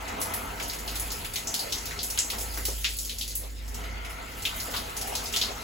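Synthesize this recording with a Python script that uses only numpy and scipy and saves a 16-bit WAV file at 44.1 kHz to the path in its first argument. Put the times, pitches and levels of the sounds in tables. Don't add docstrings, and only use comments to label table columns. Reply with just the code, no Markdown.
import sys
import numpy as np
from scipy import signal
from scipy.fft import rfft, irfft, next_fast_len
from scipy.io import wavfile
from scipy.ndimage import uniform_filter1d, map_coordinates

SR = 44100
rng = np.random.default_rng(int(sys.argv[2]) if len(sys.argv) > 2 else 0)


def digitize_waveform(pressure):
    field = np.atleast_2d(pressure).T
    bounded = np.clip(field, -1, 1)
    quanta = np.round(bounded * 32767).astype(np.int16)
    wavfile.write(sys.argv[1], SR, quanta)


def voltage_ratio(level):
    return 10 ** (np.asarray(level, float) / 20)


N = 248283

# start_s, force_on_cloth_db, run_off_break_up_db
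FLOW = [(0.0, -41, -47.5), (0.2, -38.5, -48), (0.45, -41, -47.5), (0.8, -44.5, -45.5), (1.05, -44, -45),
        (1.35, -46.5, -47), (1.7, -44, -43), (2.1, -47.5, -45.5), (2.46, -45.5, -45.5), (2.9, -59, -41.5),
        (3.4, -60.5, -48), (3.56, -62, -51.5), (3.8, -46.5, -52), (4.3, -46.5, -49), (4.6, -44, -41.5),
        (4.8, -44, -46.5), (5.03, -43, -43), (5.63, -43, -44)]


def unit(x):
    return x / np.sqrt(np.mean(x ** 2) + 1e-20)


def along(points, hz):
    f, v = np.transpose(points)
    return np.interp(np.log(hz + 1), np.log(f + 1), v)


def curves(rows):
    s, *cols = np.transpose(rows)
    return [np.interp(np.arange(N) / SR, s, c) for c in cols]


def wobble(rate):
    knots = rng.standard_normal(int(N * rate / SR) + 4)
    return map_coordinates(knots, [np.arange(N) * rate / SR])


def filtered(x, response):
    m = next_fast_len(N + 8192)
    return irfft(rfft(x, m) * response(np.fft.rfftfreq(m, 1 / SR)), m)[..., :N]


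def resonance(hz, centre_hz, width_hz):
    return 1j * hz * width_hz / (centre_hz ** 2 - hz ** 2 + 1j * hz * width_hz)


def drops(spectrum, per_second, scatter_db, smear_s, wash_db, patchy_db):
    sizes = np.minimum(rng.exponential(size=(2, N)), 3)
    hits = (rng.random((2, N)) < per_second / SR) * voltage_ratio(scatter_db * sizes)
    tail = voltage_ratio(-60 * np.arange(SR // 2) / SR / smear_s)
    loudness = np.sqrt(np.abs(signal.fftconvolve(hits ** 2, tail[None] ** 2, axes=1)[:, :N]))
    z = signal.stft(rng.standard_normal((2, N)), nperseg=512)[2]
    field = uniform_filter1d(rng.standard_normal(z.shape[1:]), size=8, axis=0)
    field = uniform_filter1d(field, size=8, axis=1)
    noise = signal.istft(z * voltage_ratio(patchy_db * unit(field)), nperseg=512)[1][:, :N]
    shower = noise * (unit(loudness) + voltage_ratio(wash_db))
    return unit(filtered(shower, lambda hz: voltage_ratio(along(spectrum, hz))))


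def standing(x, share_db, t60_s):
    t = np.arange(SR // 2) / SR
    echoes = rng.standard_normal((2, len(t))) * voltage_ratio(-60 * t / t60_s)
    wet = signal.fftconvolve(x, echoes / np.linalg.norm(echoes[0]), axes=1)[:, :N]
    return (x + voltage_ratio(share_db) * wet) / np.sqrt(1 + voltage_ratio(2 * share_db))


def water():
    # pitch_hz, level_db (per Hz)
    drum_colour = [(88, -48), (150, -1), (237, -0.5), (264, -3.5), (335, -4.5), (566, -5), (892, 1.5),
                   (1600, -6), (2080, -46), (3520, -120)]
    patter_colour = [(700, -46), (1200, -14.5), (1600, -4.5), (2200, -1.5), (3000, -5), (4500, -16),
                     (7000, -26.5)]
    spray_colour = [(1500, -29.5), (2800, -2.5), (4500, 0.5), (6500, -2.5), (9000, -5), (16000, -48)]
    mist_colour = [(4000, -14), (7000, 2.5), (9000, 3), (12000, 6), (15500, 2.5), (17000, -8)]
    # pitch_hz, width_hz, level_db
    folds = [(360, 5.4, -14), (412.2, 12.4, 9), (509.6, 35, 5.5), (662, 35, -2), (736, 34, -0.5),
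             (910, 13, -8), (950, 18, -4), (1100, 8.8, -32), (1319, 12.6, 9), (1344, 17, -7),
             (1464, 140, -7.5), (1870, 120, -6), (2044, 13, 2), (2190, 19, -22)]
    force_db, breakup_db = curves(FLOW)
    patter_db = force_db.mean() + 0.66 * (force_db - force_db.mean()) - 0.5 + 0.27 * wobble(6)
    mist_db = breakup_db.mean() + 1.33 * (breakup_db - breakup_db.mean()) - 2 + 2.3 * wobble(4.2)
    drum = drops(drum_colour, 400, scatter_db=10, smear_s=0.29, wash_db=12, patchy_db=2.1)
    patter = drops(patter_colour, 240, scatter_db=3.0, smear_s=0.13, wash_db=8.0, patchy_db=2.2)
    spray = drops(spray_colour, 220, scatter_db=7.5, smear_s=0.21, wash_db=3.5, patchy_db=4.0)
    mist = drops(mist_colour, 400, scatter_db=-7.0, smear_s=0.057, wash_db=-5.0, patchy_db=-2.0)

    def ringing(hz):
        return 1 + sum(voltage_ratio(db) * np.abs(resonance(hz, c, w)) ** 2 for c, w, db in folds)

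    drum = unit(standing(filtered(drum, ringing), share_db=-7, t60_s=0.24))
    patter = unit(standing(filtered(patter, ringing), share_db=-7, t60_s=0.24))
    on_cloth = voltage_ratio(force_db + 1.5) * drum + voltage_ratio(patter_db + 1.0) * patter
    in_air = voltage_ratio(breakup_db - 1.0) * spray + voltage_ratio(mist_db + 0.5) * mist
    return on_cloth + in_air


def boom():
    # start_s, level_db
    swell = [(0.0, -41), (0.33, -49), (0.58, -40.5), (0.77, -43), (0.92, -35.5), (1.1, -38), (1.55, -64),
             (1.66, -53), (1.74, -42.5), (2.13, -41), (2.26, -47), (2.4, -37), (2.76, -32.5), (3.1, -40.5),
             (3.7, -34), (4.04, -35.5), (4.2, -42.5), (5.63, -44)]
    # pitch_hz, width_hz, level_db
    room_modes = [(43.3, 17, -1.5), (82.4, 12.5, 0), (94.3, 1.2, -11), (157.7, 8.1, -8.5),
                  (200.5, 7.5, -15), (231.8, 6.2, -7), (287.6, 1, -6)]
    tone_db, = curves(swell)
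    force_db = curves(FLOW)[0]
    rumble_db = -45 + 0.19 * (force_db - force_db.mean()) + 1.0 * wobble(4)
    phase = 2 * np.pi * np.cumsum(53.9 + 0.91 * wobble(1.437)) / SR
    tone = unit(np.sin(phase + [[0], [1.9]]) * voltage_ratio(0.33 * wobble(6.78)))
    rumble = unit(filtered(rng.standard_normal((2, N)),
                           lambda hz: sum(voltage_ratio(db) * resonance(hz, c, w) for c, w, db in room_modes)))
    return voltage_ratio(tone_db - 2.0) * tone + voltage_ratio(rumble_db - 1.5) * rumble


def gutter():
    # pitch_hz, level_db (per Hz)
    gurgle = [(250, -17), (370, -4.5), (520, 0.5), (640, -12), (900, -38)]
    return voltage_ratio(-59) * drops(gurgle, 40, scatter_db=-3, smear_s=0.24, wash_db=0.0, patchy_db=1.5)


def landings():
    # start_s, peak_db, cavity_hz, cavity_width_octaves, fizz_share_db
    heavy = [(0.599, -21, 2340, 1, -13.5), (0.8772, -20.5, 3970, 0.76, -16), (1.2474, -25, 2600, 0.99, -6),
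             (1.358, -16.5, 3860, 1, -13), (1.472, -17.5, 6400, 0.37, -16),
             (1.5412, -15, 4400, 0.73, -10.5), (1.5932, -19, 4440, 0.29, -9),
             (1.7232, -14.5, 4600, 0.71, -14), (1.99, -17.5, 4330, 0.52, -43),
             (2.1018, -20, 6850, 0.81, -6.5), (2.176, -14.5, 2660, 0.83, -14.5),
             (2.1886, -10, 6670, 0.54, -33), (2.3015, -18.5, 3500, 0.85, -9.5), (2.8444, -10, 3020, 1, -40),
             (2.9869, -19.5, 6200, .89, -10), (3.095, -19, 3400, 0.65, -15),
             (3.2117, -18.5, 3850, 0.59, -13), (4.4526, -12.5, 3080, 0.57, -17),
             (4.7402, -20, 3300, .55, -12.5), (4.7643, -17.5, 3800, 0.58, -13.5),
             (5.1527, -16, 4800, 0.67, -12), (5.3384, -19, 3150, 0.46, -12),
             (5.3621, -12.5, 4300, 1, -14.5), (5.414, -10.5, 4000, 0.51, -19)]
    # start_s, peak_db, cavity_hz, fizz_share_db
    drips = [(0.079, -28, 5940, -15), (0.625, -23.5, 6300, -10), (0.6978, -24.5, 4500, -24),
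             (0.7323, -29.5, 2620, -2), (0.7875, -29, 6300, -7), (0.9562, -24.5, 3830, -2.5),
             (1.1044, -25, 5270, -29), (1.1177, -30.5, 4650, 3.5), (1.782, -25.5, 6800, -27),
             (1.8564, -26, 5000, -4.5), (1.9094, -24.5, 2030, -32), (2.3837, -25, 7100, -4.5),
             (2.4097, -28, 6700, 0), (2.5741, -25.5, 1660, -5), (2.6819, -27, 6800, -7),
             (2.823, -34, 6460, -22), (3.0495, -26.5, 6340, -5), (3.1848, -25.5, 6250, -5),
             (3.2784, -25.5, 6840, -5), (3.3074, -28, 5260, -22), (3.679, -35, 6250, -6),
             (3.744, -27.5, 6980, -8), (3.8382, -32.5, 3000, -14), (4.0484, -29.5, 2550, -12),
             (4.422, -28, 7260, -7), (4.5998, -24, 4900, -6.5), (4.966, -22.5, 6500, -7),
             (5.2394, -31, 5750, -2), (5.2576, -22.5, 4930, -14), (5.326, -22.5, 6400, -13)]
    # start_s, peak_db, cavity_hz, edge_share_db
    spits = [(0.201, -27, 10900, -20), (0.2151, -18, 10900, -3), (0.3378, -18.5, 11800, -6.5),
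             (0.6815, -24.5, 11900, -31), (0.861, -31, 15300, -17), (0.998, -20, 9700, -13),
             (1.1907, -30, 9900, -29), (1.3362, -24.5, 10600, -4), (2.031, -17.5, 9500, -7),
             (2.4857, -32.5, 11400, -23), (2.538, -26, 14400, -1), (2.6528, -16.5, 11800, -2),
             (2.7616, -31, 11500, -16), (2.9666, -25, 11800, -10), (3.353, -16, 12100, -15),
             (4.0983, -32.5, 11000, -7), (4.3693, -33, 11500, -18), (4.563, -24.5, 15400, -32),
             (4.6565, -32, 9000, -10), (4.894, -31.5, 10500, -21), (4.7113, -27, 15200, -3),
             (5.013, -25, 10700, 4), (5.073, -23.5, 10700, -12)]
    return ([(s, db, hz, octaves, -5.5 + 0.22 * fizz, fizz) for s, db, hz, octaves, fizz in heavy]
            + [(s, db, hz, 0.65, -3.5, fizz) for s, db, hz, fizz in drips]
            + [(s, db, hz, 0.69, edge, -9) for s, db, hz, edge in spits])


def splats():
    # pitch_hz, t60_s
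    tiles = [(1000, 0.28), (2500, 0.23), (5000, 0.27), (9000, 0.4), (15000, 0.25)]
    out, size = np.zeros((2, N + SR)), 16384
    hz, t = np.fft.rfftfreq(size, 1 / SR), np.arange(size) / SR

    def hump(centre_hz, octaves):
        distance = np.abs(np.log2((hz + 1) / centre_hz) / np.clip(octaves, .2, 2))
        return voltage_ratio(-9 * distance ** 1.8)

    for s, db, cavity_hz, octaves, edge_db, fizz_db in landings():
        grid, frames, z = signal.stft(rng.standard_normal((2, size)), SR, nperseg=256)
        fade = voltage_ratio(-60 * frames / along(tiles, grid)[:, None])
        tail = signal.istft(z * fade, SR, nperseg=256)[1][:, :size]
        slap = voltage_ratio(3.0 - 60 * t / 0.0034) * rng.standard_normal(size) * [[1], [.3]]
        cavity = hump(cavity_hz, octaves) ** 2 * 3000 / (cavity_hz * octaves)
        edge = voltage_ratio(2 * edge_db - 6.0) * hump(4800, 1.0) ** 2
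        fizz = voltage_ratio(2 * fizz_db + 5.5) * hump(11000, 0.97) ** 2
        colour = np.sqrt(cavity + edge + fizz)
        colour *= voltage_ratio(1.5 * np.interp(hz / 700, np.arange(40), rng.standard_normal(40)))
        spatter = voltage_ratio(1.2 * np.interp(t / 0.0013, np.arange(200), rng.standard_normal(200)))
        click = voltage_ratio(21.5 + 0.33 * db) * (t == t[32]) * [[1], [.4]]
        burst = tail * spatter * (1 + 0.25 * voltage_ratio(-60 * t / 0.24)) + slap + click
        splat = irfft(rfft(burst) * colour, size) * (t < .35)
        out[:, round(s * SR):][:, :size] += voltage_ratio(db - 4.5) * splat
    return out[:, :N]


def panels():
    # start_s, length_s, level_db, from_hz, to_hz
    crossings = [
        (0.1, 0.55, -45, 1000, 1618),
        (1.578, 0.16, -42.5, 850, 448),
        (3.4, .08, -48.5, 477, 566),
        (3.415, 0.073, -51.5, 950, 950),
        (3.727, 0.71, -50, 1370, 1390),
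        (3.699, 0.7, -49.5, 2115, 2060),
        (4.619, 0.16, -49, 1303, 1278),
        (4.948, 0.26, -43, 779, 717),
    ]
    out = np.zeros((2, N + SR))
    for s, length_s, db, from_hz, to_hz in crossings:
        u = np.arange(round(length_s * SR)) / SR / length_s
        blur = 0.15 + 0.048 / length_s
        span = round(SR / (blur * np.sqrt(from_hz * to_hz)))
        sway = uniform_filter1d(rng.standard_normal((2, 2, SR)), size=span)
        sway = uniform_filter1d(sway, size=span)[..., :len(u)]
        phase = 2 * np.pi * np.cumsum(from_hz * (to_hz / from_hz) ** u) / SR
        note = unit(sway[0] * np.sin(phase) + sway[1] * np.cos(phase))
        out[:, round(s * SR):][:, :len(u)] += voltage_ratio(db) * np.sqrt(np.sin(np.pi * u)) * note
    return out[:, :N]


def taps():
    # start_s, peak_db, thud_hz, t60_s
    thuds = [(1.138, -65, 662, 0.3), (1.658, -42, 484, 0.25), (2.33, -35.5, 883, 0.28),
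             (2.379, -43.5, 910, 0.37), (2.571, -37, 400, 0.29), (2.68, -33.5, 487, 0.22),
             (4.673, -37.5, 536, 0.31), (4.736, -30.5, 1200, 0.32), (5.079, -36.5, 720, 0.21),
             (5.119, -35, 680, 0.29), (5.488, -34.5, 662, 0.34)]
    out, t = np.zeros((2, N + SR)), np.arange(SR // 4) / SR
    hz = np.fft.rfftfreq(len(t), 1 / SR)
    for s, db, thud_hz, t60_s in thuds:
        puff = rng.standard_normal((2, len(t))) * voltage_ratio(-60 * t / t60_s) * (1 - np.exp(-t / 0.0011))
        thud = irfft(rfft(puff) * resonance(hz, thud_hz, 0.61 * thud_hz), len(t))
        out[:, round(s * SR):][:, :len(t)] += voltage_ratio(db + 13.5) * thud / np.sqrt(thud_hz / 700)
    return out[:, :N]


def ports(pair):
    # pitch_hz, likeness (0 to 1)
    alike = [(60, 0.92), (130, 0.92), (290, 0.95), (640, 0.061), (1400, 0.15), (3100, 0.47), (5500, 0.23),
             (6700, .84), (8500, .88), (15000, .88)]
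    # pitch_hz, left_minus_right_db
    lean = [(40, 0.3), (200, -3), (400, -5), (700, 1.5), (3000, 1.6), (6000, 1.5), (9000, -0.5)]
    side = np.array([[1], [-1]])

    def blend(hz):
        turn = np.arccos(np.clip(along(alike, hz), -1, 1)) / 2
        return np.array([np.cos(turn), np.sin(turn)])

    def balance_and_delay(hz):
        lag = np.pi * np.maximum(hz - 6890, 0) / 4134
        return voltage_ratio(side * along(lean, hz) / 2) * np.exp(-1j * side * lag)

    shared, apart = filtered(pair, blend)
    return filtered(shared + side * apart, balance_and_delay)


def scene():
    return ports(water() + boom() + gutter() + splats() + panels() + taps())


def joint_stereo(x, weak_db, attack_db):
    band_starts = np.r_[132, 144, 160, 176, 196, 216, 240, 264, 292, 320:673:32]
    lead, top_hz = 103, 15950
    sine = np.sin(np.pi * (np.arange(2048) + .5) / 2048)
    pair = np.pad(np.array([x[0] + x[1], x[0] - x[1]]) / 2, ((0, 0), (lead, 0)))
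    hz, _, z = signal.stft(pair, SR, window=sine, nperseg=2048)
    below_top = (hz < top_hz)[:, None]
    power = np.add.reduceat(np.abs(z) ** 2 * below_top, band_starts, axis=1)
    strong = power > voltage_ratio(2 * weak_db) * power[::-1]
    band = np.clip(np.searchsorted(band_starts, np.arange(len(hz)), "right") - 1, 0, None)
    edges = np.pad(np.diff(pair, axis=1) ** 2, ((0, 0), (512, 1024))).sum(axis=0)
    blocks = edges[:z.shape[2] * 1024].reshape(-1, 128).sum(axis=1)
    before = np.roll(uniform_filter1d(blocks, size=8), 5)
    sudden = blocks > voltage_ratio(2 * attack_db) * before
    spared = sudden.reshape(-1, 8).any(axis=1)
    kept = (strong[:, band] | (hz < 2800)[:, None] | spared) & below_top
    mid, side = signal.istft(z * kept, SR, window=sine, nperseg=2048)[1][:, lead:lead + N]
    flash = uniform_filter1d(np.repeat(sudden * 1., 128)[512 + lead:][:N], size=200)
    lost_top = filtered(x, lambda hz: hz > top_hz)
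    return np.array([mid + side, mid - side]) + voltage_ratio(-26) * flash * lost_top


def top_cut(x):
    return signal.sosfilt(signal.butter(12, 16990, fs=SR, output="sos"), x)


def record(dry):
    mix = joint_stereo(dry, weak_db=-6.2, attack_db=10)
    return top_cut(mix)


dry = scene()
out = record(dry)
digitize_waveform(out)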